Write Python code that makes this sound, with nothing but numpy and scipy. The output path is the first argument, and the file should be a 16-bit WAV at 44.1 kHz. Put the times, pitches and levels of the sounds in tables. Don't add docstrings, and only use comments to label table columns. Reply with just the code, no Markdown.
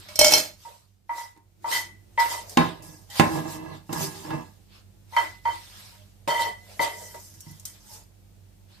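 import sys
import numpy as np
from scipy import signal
from scipy.fft import rfft, irfft
from scipy.io import wavfile
from scipy.ndimage import uniform_filter1d

SR = 44100
rng = np.random.default_rng(int(sys.argv[2]) if len(sys.argv) > 2 else 0)


def gain_from_db(level_db):
    decades = np.asarray(level_db, float) / 20
    return 10 ** decades


def pcm_store(signal):
    levels = np.round(np.clip(np.atleast_2d(signal), -1, 1) * 32767)
    wavfile.write(sys.argv[1], SR, levels.astype(np.int16).T)


N = 388080

# start_s, peak_db, left_minus_right_db, hardness_0_1, free_ring_s
PAN_TAPS = [(0.65, -36, 0, 0.27, 0.021), (1.093, -21.5, 2, 0.33, 0.029), (1.113, -26.5, -2.5, 0.4, 0.014),
            (1.179, -27, 2, 0.44, 0.065), (1.643, -21.5, 6, 0.22, 0.11), (2.178, -15.5, 5.5, 0.15, 0.021),
            (2.2, -13.5, 1, 0.45, 0.069), (2.315, -29.5, 4, 0.28, 0.09), (5.132, -32, 6, 0.74, 0.1),
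            (5.165, -9.5, 0, 0.6, 0.03), (5.454, -16.5, 1, 0.42, 0.036), (5.919, -53.5, 7.5, 0.8, 0.058),
            (6.276, -20, 5.5, 0.29, 0.11), (6.309, -20.5, -1, 0.7, 0.025), (6.795, -20.5, 12, 0.36, 0.059),
            (6.815, -27, 6.5, 0.29, 0.033), (7.005, -49, 5, 0.4, 0.16), (7.141, -38.5, 5, 0.66, 0.038),
            (7.46, -55.5, 16, 0.9, 0.071), (7.894, -54.5, 6.5, 0.22, 0.013)]
# start_s, peak_db, left_minus_right_db, hardness_0_1, thud_hz
HOB_KNOCKS = [(1.364, -48.5, -5, 0.55, 378), (2.572, -2, -3, 0.53, 244.3), (3.197, -1, -9, 0.54, 225),
              (3.893, -26.5, -5.5, 0.28, 299), (3.929, -18, -3, 0.42, 336), (4.25, -29, -1, 0.4, 320),
              (3.454, -22.5, -6, 0.21, 320), (4.306, -20, -3, 0.42, 155.6), (6.276, -16, -2, 0.55, 572),
              (6.795, -22, 3, 0.3, 580), (7.467, -33, 0, 0.03, 151.5), (7.502, -37, 0, 0.07, 167)]


def spoon():
    # start_s, peak_db, left_minus_right_db, hardness_0_1
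    spoon_hits = [
        (0.0874, -31.5, -4, 0.56),
        (0.157, -20, -5.5, 0.95),
        (0.191, 0, -5.5, 1),
        (0.2127, -2.5, -2.5, 0.37),
        (0.2454, -3, -3, 0.56),
        (0.2674, -13, -8.5, 0.7),
        (0.2809, -11, 0.5, 0.8),
        (0.3217, -4.5, -8.5, 0.99),
        (0.3366, 0, -2.0, 0.99),
    ]
    clink_db = [-4.5, 4.5, -1, 2, 2, 7, 7, -6, 1]
    # crest_s, level_db, rise_20db_s, fall_20db_s
    rattle = [
        (.191, -17.5, 0, 0.16),
        (.272, -21, 0.08, 0.1174),
        (.336, -16.5, 0.07, 0.13),
    ]
    # pitch_hz, level_db, t60_s, left_lead_rad
    bowl_modes = [(360.6, -23, 0.13, -0.077), (646, -16, 0.17, 0.2), (605, -16, 0.33, -0.46),
                  (817, -10, 0.021, -0.25), (1368, -19, 0.08, 0.84), (2213, -15, 0.21, 0.55),
                  (2263, -14.5, 0.13, -0.61), (2595, -18, 0.13, -0.012), (3153, -15.5, 0.13, 0.027),
                  (3487, -15, 0.047, -0.58), (4210, -7.5, 0.19, 1), (4540, -19, .1, 0.18),
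                  (4810, -8, 0.055, -0.039), (5500, -11, 0.091, 0.0036), (5060, -12, 0.06, 0.075),
                  (5480, -10, 0.06, -0.19), (6200, -6, 0.03, 0.059), (6750, -8, 0.066, 0.59),
                  (8430, -14, 0.07, .5), (8870, -15.5, 0.13, -0.83), (10600, -17.5, 0.12, .5),
                  (11650, -15.5, .09, 0.31), (12400, -21, 0.11, -0.26)]
    # pitch_hz, level_db, t60_s, left_lead_rad
    spoon_modes = [(5490, 1, 0.034, 0.95), (5610, -3.5, 0.043, -0.66), (5290, -7, 0.05, .3),
                   (6100, -8, .04, .7), (4240, -8, 0.071, -1.5), (6894, -12, .07, 0.99),
                   (8500, -12, .04, -0.43), (4710, -13, 0.044, .5)]
    free_s = 0.046
    bowl = rings(bowl_modes)

    blows = [(*row, free_s) for row in spoon_hits]
    bowl_ring = strike(blows, bowl, scatter_db=5.5, crack_db=-14, crack_s=0.0027, crack_hz=1420,
                       damped_t60_s=0.3, push_s=0.0004)
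    clinks = [(s, db + more_db, pan_db, 1, free_s)
              for (s, db, pan_db, _), more_db in zip(spoon_hits, clink_db)]
    spoon_ring = strike(clinks, rings(spoon_modes), scatter_db=3.5, crack_db=-17.5, crack_s=0.0026,
                        crack_hz=3010, damped_t60_s=0.1, push_s=0.00019)

    force = gain_from_db(-5.0) * joined(strokes(rattle)) * grit(3.2)
    buzz = gain_from_db(0.5) * butter(force * rng.standard_normal((2, N)), 1, 500, "high")
    chatter = rub(force, bowl, contact_t60_s=0.13) + buzz
    return gain_from_db(-4.0) * bowl_ring + gain_from_db(-2.0) * spoon_ring + chatter * sides(-3.0)[:, None]


def pan():
    # pitch_hz, level_db, t60_s, left_lead_rad
    pan_modes = [(928, -17, 0.043, 1), (1033, -11, .15, -.7), (970, -20, .12, 0.96), (935, 5, 0.44, -0.76),
                 (984, -14.5, 0.45, -0.064), (1156, -15, 0.16, -0.25), (1982, -9.5, 0.27, .6),
                 (2008, -4, 0.27, -0.98), (3115, -22.5, 0.39, 0.82), (3107, -22.5, 0.19, -0.46),
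                 (4400, -28, 0.15, -0.08), (4880, -32, 0.067, 0.38), (1309, -9, 0.073, 0.68),
                 (644, -23.5, 0.2, 0.085), (1500, -27, 0.05, 0.16)]
    body = rings(pan_modes)
    taps = strike(PAN_TAPS, body, scatter_db=2.0, crack_db=-19.5, crack_s=0.0051, crack_hz=651,
                  damped_t60_s=0.16, push_s=0.0018)
    group = np.digitize(np.array(pan_modes)[:, 0], [1500, 2500])
    slips = grit(3.9)
    rubbing = np.zeros((2, N))
    for k, db in enumerate((-6, -3.5, -6.5)):
        rubbing += rub(gain_from_db(db) * rub_force(k) * slips, body[group == k], contact_t60_s=0.27)
    return butter(taps + rubbing * sides(-0.8)[:, None], 3, 480, "high")


def rub_force(group):
    # start_s, level_db, on_s, second_minus_low_db, highest_minus_low_db
    rubs = [(.65, -45.5, 0.059, -20, -30), (1.095, -35, 0.12, -4.5, -30), (1.645, -25, 0.072, -24, -28.5),
            (1.714, -28.5, 0.046, 4.5, 2.5), (2.176, -21, 0.025, 2, -19), (2.309, -28, 0.035, -13, -11),
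            (3.098, -48.5, 0.06, 0.5, 4.5), (3.15, -43.5, .045, -7, -2), (5.124, -36, 0.04, -20.5, -19),
            (5.164, -22.5, 0.012, -1, -6.5), (5.451, -23.5, 0.04, -7, -12), (6.278, -22, 0.084, -3, -3.5),
            (6.39, -23, 0.058, -3.5, -4.5), (6.794, -22.5, 0.04, 0, -6.5), (6.87, -45.5, 0.31, 1, -5),
            (7.885, -54.5, 0.11, -16.5, -19.5), (7.654, -64.5, 0.022, 7.5, 16.5),
            (7.46, -60.5, 0.026, 3.5, -2)]
    sag_db_per_s, lift_db_per_s = 40.5, (240, 176.5, 268.5)
    bite_db, bite_s = 0, 0.068
    s, db, on_s, *upper_db = (c[:, None] for c in np.transpose(rubs))
    since_s = np.arange(0, N, 16) / SR - s
    db = db - sag_db_per_s * np.clip(since_s, 0, on_s)
    db = db - lift_db_per_s[group] * np.maximum(since_s - on_s, 0)
    if group:
        db = db + upper_db[group - 1] + bite_db * np.clip(1 - since_s / bite_s, 0, 1)
    return joined(gain_from_db(db) * (since_s >= 0))


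def hob():
    # pitch_hz, level_db, t60_s, left_lead_rad
    plate_modes = [(166, -2.5, 0.066, 0.51), (236, -1.5, 0.023, -0.19), (284, -5.5, 0.023, -0.045),
                   (324, -5, 0.12, -0.095), (379.4, -6.5, 0.04, 0.37), (486.4, -7, 0.032, -1.2),
                   (647, -15, 0.068, -0.49), (816, 5, 0.082, 0.77), (968, -4, 0.1, -0.53),
                   (1051, -4.5, 0.17, 0.32), (1190, -6, 0.038, 0.9), (1682, -14, 0.18, -0.8),
                   (1950, -18, 0.25, -0.46), (2600, -17, 0.14, -0.48), (2750, -5, 0.047, 0.91),
                   (3720, -10, 0.15, 0.69), (4065, -24.5, 0.05, 1), (4888, -9.5, 0.075, -0.47)]
    # crest_s, level_db, rise_20db_s, fall_20db_s
    drags = [(2.573, -21.5, 0, 0.14), (2.85, -48, 0.32, 0.22), (3.197, -22.5, 0, 0.16),
             (3.37, -28, 0.084, 0.0838), (3.56, -41, 0.26, 0.24), (3.46, -37, 0.09, 0.11),
             (3.71, -41, 0.41, 0.11), (3.895, -35, 0, 0.22), (3.95, -32, -0.15, 0.25),
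             (4.33, -31.5, 0.1145, 0.1339), (7.475, -65.5, 0.9, 0.8)]
    # pitch_hz, level_db, t60_s, left_lead_rad
    bottom_modes = [(159.3, -3.5, 0.21, -0.6), (237, -11, .08, -0.12), (320, -8.5, 0.25, -0.29),
                    (377, -9.5, 0.1, -0.5), (475, -9.5, 0.068, -1.2), (648, -16, 0.13, 0.018),
                    (812, -7, 0.086, 1), (899, -7, 0.075, -0.98), (988, -8.5, 0.08, 1),
                    (1053, -12, 0.082, -0.79), (1157, -17, 0.095, 1), (1655, -12, 0.09, -0.72),
                    (1993, -20, 0.13, 0.41), (2640, -16, 0.0642, -0.78)]
    free_s = 0.049
    knocks = [(*row[:-1], free_s) for row in HOB_KNOCKS]
    out = strike(knocks, rings(plate_modes), scatter_db=1.5, crack_db=-7, crack_s=0.0041, crack_hz=298,
                 damped_t60_s=0.22, push_s=0.0006)
    force = joined(strokes(drags)) * grit(2.5)
    out += rub(force, rings(bottom_modes), contact_t60_s=0.14) * sides(-5.0)[:, None]
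    for s, db, *_, hz in HOB_KNOCKS:
        add_at(out, s, rings([(hz, db - 10.5, 0.13, 0.1)])[0])
    return out


def scrape():
    # crest_s, level_db, rise_20db_s, fall_20db_s, blade_flatness_db
    stir = [(.01, -60.5, 0.11, 0.53, 9.5), (0.089, -51.5, 0.0099, 0.15, 5), (.64, -57, 0.11, 0.25, 0),
            (1.19, -47, 0.079, 0.13, -2), (1.74, -31.5, 0.066, 0.11, 0.5), (2.2, -37, 0.014, 0.13, 2.5),
            (2.316, -38, 0.072, 0.13, 0.5), (2.511, -48, 0.06, 0.11, -8.5), (2.572, -46, 0, 0.18, 11.5),
            (2.825, -51.5, 0.0044, 0.3, -13), (3.104, -49, 0, 0.21, -2), (3.185, -37, 0.069, 0.13, 3),
            (3.35, -43, 0.15, 0.13, 0), (3.518, -43.5, 0.094, 0.099, -2), (3.66, -62, 0.19, 0.16, -2),
            (3.76, -62.5, 0.12, 0.062, 10.5), (3.933, -39.5, 0.012, 0.057, -1.5),
            (4.036, -33.5, 0.11, 0.077, -5.5), (4.16, -49, 0.26, 0.37, -0.5), (4.33, -63, 0.12, 0.099, -7)]
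    # crest_s, level_db, rise_20db_s, fall_20db_s, blade_flatness_db
    serve = [(4.76, -66, .09, .08, 12), (7.76, -62, .06, .07, 5), (8.72, -70, .05, .3, 11),
             (5.18, -47, 0.0766, 0.21, 2.5), (5.46, -56.5, 0.04, 0.6, -0.5), (5.535, -55, 0.05, 0.4, 4),
             (5.8, -54, 0.2, 0.3, 3), (6.278, -42.5, 0, 0.24, 1), (6.409, -40.5, 0.03, 0.11, 4.5),
             (6.732, -61, 0.13, 0.08, 7.5), (6.817, -41.5, 0.01, 0.1153, 8), (7.051, -49, 0.5, 0.37, -10.5),
             (7.198, -51.5, -0.3, 0.25, -19), (7.34, -52, 0, 0.04, -19), (7.49, -56, 0.25, 0.32, -6),
             (7.656, -42.5, 0, 0.1, -15), (7.946, -49.5, 0.18, 0.11, -7.5)]
    # crest_s, level_db, rise_20db_s, fall_20db_s
    hollow_strokes = [
        (6.278, -35, 0, 0.13),
        (6.44, -42.5, 0.15, 0.1),
        (6.8, -31.5, 0, 0.1178),
        (7.03, -52, 0.5, 0.09),
        (7.146, -45.5, 0, 0.04),
        (7.91, -60, -0.37, 0.15),
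        (.66, -57, 0, 0.13),
        (2.33, -53, 0.2, 0.7),
    ]
    # crest_s, level_db, rise_20db_s, fall_20db_s
    boom_strokes = [
        (.01, -50, .1, -0.13),
        (1.11, -56, 0.02, 0.08),
        (1.375, -56, -0.04, -0.16),
        (1.66, -55, 0.07, 0.36),
        (1.85, -70.5, -0.4, 0.24),
        (2.2, -59, 0.13, 0),
        (2.36, -51.5, 0.23, 0),
        (4.07, -43.5, -0.2, 0),
        (5.18, -47, -0.08, 0.13),
        (5.47, -56, -0.04, 0.18),
    ]
    # pitch_hz, level_db_per_hz
    hiss_colour = [(3500, -28), (5200, -1.5), (7000, -3), (9700, -5), (12000, -4), (15000, -10.5),
                   (16200, -35)]
    rasp_colour = [(1800, -17), (2800, -0.5), (3900, 1.5), (4900, -2.5), (6200, -31)]
    body_colour = [(300, -31.5), (520, 0), (800, 4), (1100, 4), (1500, 3), (2400, -2.5), (3200, -38)]
    hollow_colour = [(260, -19.5), (390, -2), (680, 1), (1200, -25.5)]
    boom_colour = [(230, -30), (320, 0), (385, -1), (480, -30)]
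    rasp_db, body_db = -4.5, -15

    rows = np.array(stir + serve)
    gains = strokes(rows)
    flat = joined(gains * gain_from_db(rows[:, -1:]))
    shakes = []
    for blows, more_db, fall_s in ((PAN_TAPS, -23.5, 0.12), (HOB_KNOCKS, -26, 0.11)):
        for s, db, _, hard, _ in blows:
            shakes.append((s, db + more_db + 20 * np.log10(hard), 0, fall_s))
    shudder = joined(strokes(shakes))

    slips = patchy(grit(5.1) + 3.4 * rng.standard_normal((2, N)), patchy_db=2.8)
    hiss = joined(gains) * colour(slips, hiss_colour)
    rasp = gain_from_db(rasp_db) * flat * colour(slips, rasp_colour)
    body = gain_from_db(5.5) * np.hypot(gain_from_db(body_db) * flat, shudder) * colour(slips, body_colour)
    hollow = joined(strokes(hollow_strokes)) * colour(slips, hollow_colour)
    boom = joined(strokes(boom_strokes)) * colour(slips, boom_colour)
    return gain_from_db(2.0) * sides(-0.98)[:, None] * (hiss + rasp + body + hollow + boom)


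def notes():
    # crest_s, level_db, rise_20db_s, fall_20db_s, pitch_hz
    bottom_notes = [(2.86, -48, -0.9, -0.06, 164.6), (3.201, -28, 0, -0.1, 1150),
                    (3.205, -28, 0, -0.03, 1950), (3.35, -41, 0, .1, 1004), (3.393, -39, 0.33, -0.2, 814),
                    (3.312, -30, .07, .08, 322), (3.375, -29, .08, .07, 316), (3.47, -37, .06, .08, 320),
                    (3.582, -40, .07, .09, 314), (3.654, -39, .08, .13, 322), (3.94, -35, .04, .06, 330),
                    (4.043, -34, .04, .06, 387), (4.203, -46, .1, .06, 387), (4.335, -32, .07, .1, 318),
                    (3.503, -45, .03, .07, 925), (4.032, -50, .1, .03, 1970), (4.162, -52, .07, .05, 829),
                    (4.316, -39, .03, .07, 904), (4.345, -33, .07, .04, 150), (4.415, -47, .12, .03, 1001),
                    (7.541, -49, .1, .04, 150), (3.95, -41, .04, .05, 980), (3.199, -30, 0, .06, 900),
                    (2.574, -34, 0, .03, 2790), (2.59, -45, 0.04, 0.17, 3720)]
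    # crest_s, level_db, rise_20db_s, fall_20db_s, pitch_hz
    wall_notes = [(1.69, -33, .025, .09, 927), (1.9, -55, .1, .1, 1965), (1.39, -60, .05, .07, 927),
                  (5.349, -53, .12, .11, 2024), (5.756, -61, .06, .1, 1690), (6.02, -60, .08, .05, 610),
                  (6.319, -34, .025, .04, 3133), (6.425, -32, .06, .09, 927), (6.827, -28, .016, .07, 925),
                  (6.911, -44, .03, .04, 3122), (6.62, -56, .06, .09, 2024), (7.163, -55, .02, .07, 376),
                  (7.422, -55, .012, .05, 5598), (7.94, -57, .1, .1, 850)]
    # crest_s, level_db, rise_20db_s, fall_20db_s, pitch_hz
    bowl_notes = [
        (.205, -24, .02, .05, 3140),
        (.255, -25, .02, .07, 3140),
        (.27, -28, .04, .05, 6840),
        (.345, -24, .02, .06, 4204),
    ]
    left_lead_rad = 0.44 * np.array([[1], [-1]])
    rows = bottom_notes + wall_notes + bowl_notes
    out = np.zeros((2, N))
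    for (s, *_, hz), gain in zip(rows, strokes(rows)):
        near = np.arange(max(int((s - 0.3) * SR), 0), int((s + 0.3) * SR))
        wave = np.sin(2 * np.pi * hz * near / SR + left_lead_rad)
        out[:, near] += np.sqrt(2) * np.interp(near / 16, np.arange(len(gain)), gain) * wave
    return out


def ticks():
    # start_s, peak_db, centre_hz, left_minus_right_db
    snaps = [(0.2451, -10, 6020, -6), (.3217, -12, 7690, -2), (0.1571, -23.5, 5980, -5),
             (0.1908, -4.5, 7950, -6), (3.929, -25.5, 6500, -6.5), (7.298, -46, 6130, -2),
             (7.894, -41.5, 5760, 0), (7.937, -36, 5400, 0), (2.4951, -29, 5300, -3),
             (2.8235, -40.5, 5770, -2), (3.1007, -37, 4480, -5), (7.4055, -30.5, 5710, 1),
             (7.5108, -38, 9340, -1), (7.5971, -36, 5870, 0), (7.653, -21.5, 5500, 2)]
    out = np.zeros((2, N + 4000))
    fade = np.exp(-np.arange(4000) / SR / 0.0078)
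    for s, db, hz, pan_db in snaps:
        spectrum = [(1500, -30), (hz * 0.75, -12), (hz, 0), (15000, -5)]
        snap = colour(rng.standard_normal((2, 4000)), spectrum)
        add_at(out, s, gain_from_db(db - 5.0) * sides(pan_db)[:, None] * snap * fade)
    return out[:, :N]


def thumps():
    # start_s, peak_db, pitch_hz, t60_s
    blows = [
        (0.193, -32, 62.6, 0.36),
        (.196, -36, 37.8, .25),
        (2.573, -27.5, 95, 0.18),
        (6.278, -41.5, 134, .3),
    ]
    out = np.zeros((2, N))
    for s, db, hz, t60_s in blows:
        add_at(out, s, rings([(hz, db, t60_s, 0.1)])[0] * sides(-3.0)[:, None])
    return out


def kitchen(x):
    bass_t60_s, treble_t60_s, room_db, onset_s = 0.23, 0.089, -6, 0.0046
    t = np.arange(int(0.4 * SR)) / SR
    noise = rng.standard_normal((2, len(t)))
    noise[1] = noise[0] + butter(noise[1] - noise[0], 1, 350, "high")
    bass = butter(noise, 1, 2500, "low")
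    tail = bass * gain_from_db(-60 * t / bass_t60_s) + (noise - bass) * gain_from_db(-60 * t / treble_t60_s)
    tail *= np.minimum(t / onset_s, 1)
    tail *= gain_from_db(room_db) / np.sqrt(np.mean(np.sum(tail ** 2, 1)))
    return x + signal.oaconvolve(x.mean(0)[None], tail, axes=1)[:, :N]


def fridge():
    # pitch_hz, level_db
    hum_lines = [(48.4, -64), (96.9, -58), (199.2, -71)]
    # pitch_hz, level_db_per_hz
    air_colour = [(15, -50), (28, -30), (102, -5.5), (127, -16.5), (206, -17), (229, -28.5), (317, -23.5),
                  (451, -30), (503, -30), (840, -34.5), (1070, -41), (14800, -43.5), (16000, -38.5)]
    t = np.arange(N) / SR
    waver = uniform_filter1d(rng.standard_normal((len(hum_lines), N)), 3000, axis=1) * np.sqrt(3000)
    hum = np.zeros(N)
    for (hz, db), w in zip(hum_lines, waver):
        hum += np.sqrt(2) * gain_from_db(db + 2.5 * w) * np.sin(2 * np.pi * hz * t + 0.46 * w)

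    mid, side = colour(rng.standard_normal((2, N)), air_colour)
    side = butter(side, 1, 120, "high")
    air = gain_from_db(-57) * (mid + side * np.array([[1], [-1]]))

    duck_db, duck_at_s, duck_takes_s = -9, 0.63, 0.3
    recover_at_s, recover_takes_s = 1.6, 0.58
    dip = np.clip((t - duck_at_s) / duck_takes_s + 0.5, 0, 1)
    recovery = np.clip((t - recover_at_s) / recover_takes_s + 0.5, 0, 1)
    return (gain_from_db(3.5) * hum + air) * gain_from_db(duck_db * (dip - recovery))


def rings(modes):
    hz, db, t60_s, lead_rad = (c[:, None, None] for c in np.transpose(modes))
    t = np.arange(int(0.35 * SR)) / SR
    decay = gain_from_db(db - 60 * t / np.clip(t60_s, 0.02, 0.45))
    return decay * np.sin(2 * np.pi * hz * t + lead_rad * np.array([[1], [-1]]))


def strike(hits, body, scatter_db, crack_db, crack_s, crack_hz, damped_t60_s, push_s):
    out = np.zeros((2, N + body.shape[-1]))
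    chance = rng.standard_normal((len(hits), len(body)))
    t = np.arange(body.shape[-1]) / SR
    push = 1 - np.exp(-t / max(push_s, 1e-4))
    for (s, db, pan_db, hard, free_s), c in zip(hits, chance):
        ring = np.tensordot(gain_from_db(scatter_db * c), body, 1)
        ring *= gain_from_db(-60 * np.maximum(t - free_s, 0) / damped_t60_s)
        ring *= push / np.abs(ring).max()
        crack = butter(rng.standard_normal((3, 3000)), 2, crack_hz, "high")
        ring[:, :3000] += gain_from_db(crack_db) * (crack[0] + crack[1:]) * np.exp(-t[:3000] / crack_s)
        soft = np.exp(-np.clip(hard, 0.1, 1) ** 2 * 1.83)
        ring = signal.lfilter([1], [1, -2 * soft, soft ** 2], ring)
        add_at(out, s, gain_from_db(db) * sides(pan_db)[:, None] * ring / np.abs(ring).max())
    return out[:, :N]


def rub(force, body, contact_t60_s):
    ring = body.sum(0) * gain_from_db(-60 * np.arange(body.shape[-1]) / SR / contact_t60_s)
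    ring /= np.sqrt(np.mean(np.sum(ring ** 2, 1)))
    return signal.oaconvolve(force[None], ring, axes=1)[:, :N]


def strokes(rows):
    s, db, rise_s, fall_s = (c[:, None] for c in np.transpose(rows)[:4])
    since_s = np.arange(0, N, 16) / SR - s
    swell = -since_s / np.maximum(rise_s, 0.001)
    fade = since_s / np.maximum(fall_s, 0.01)
    away = np.where(since_s < 0, swell, fade)
    return gain_from_db(db - 20 * away ** 1.4)


def joined(gains):
    total = np.sqrt(np.sum(gains ** 2, 0))
    return np.interp(np.arange(N) / 16, np.arange(gains.shape[1]), total)


def grit(spread_db):
    size = np.minimum(rng.exponential(size=N // 40 + 1), 4)
    x = rng.standard_normal(N) * gain_from_db(spread_db * np.repeat(size, 40)[:N])
    return x / np.sqrt(np.mean(x ** 2))


def patchy(x, patchy_db):
    spec = signal.stft(x, nperseg=512)[2]
    field = uniform_filter1d(rng.standard_normal(spec.shape[1:]), size=7, axis=0)
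    field = uniform_filter1d(field, size=5, axis=1)
    return signal.istft(spec * gain_from_db(patchy_db * field / field.std()), nperseg=512)[1][:, :N]


def shape(x, points):
    hz, db = np.transpose(points)
    f = np.maximum(np.fft.rfftfreq(x.shape[-1], 1 / SR), 1)
    return irfft(rfft(x) * gain_from_db(np.interp(np.log(f), np.log(hz), db)), x.shape[-1])


def colour(x, points):
    y = shape(x, points)
    return y / np.sqrt(np.mean(y ** 2))


def butter(x, order, hz, kind):
    return signal.lfilter(*signal.butter(order, hz, kind, fs=SR), x)


def sides(pan_db):
    return gain_from_db(np.array([pan_db, -pan_db]) / 2)


def add_at(out, s, sound):
    start = int(s * SR)
    out[:, start:start + sound.shape[1]] += sound


def scene():
    counter = spoon() + pan() + hob() + scrape() + ticks()
    return kitchen(butter(counter, 2, 90, "high")) + notes() + thumps() + fridge()


def top_cut(x):
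    return signal.sosfilt(signal.butter(12, 16290, fs=SR, output="sos"), x)


def record(dry):
    # pitch_hz, level_db
    mic_response = [(8900, 0), (9700, -4.5), (10500, -1), (14300, -0.5), (15200, -8), (15700, -24),
                    (16400, -45)]
    left = dry[0] - 0.53 * butter(dry[0], 1, 447, "low")
    heard = shape(np.array([left, dry[1]]), mic_response)
    return top_cut(np.clip(heard, -1, 1))


dry = scene()
out = record(dry)
pcm_store(out)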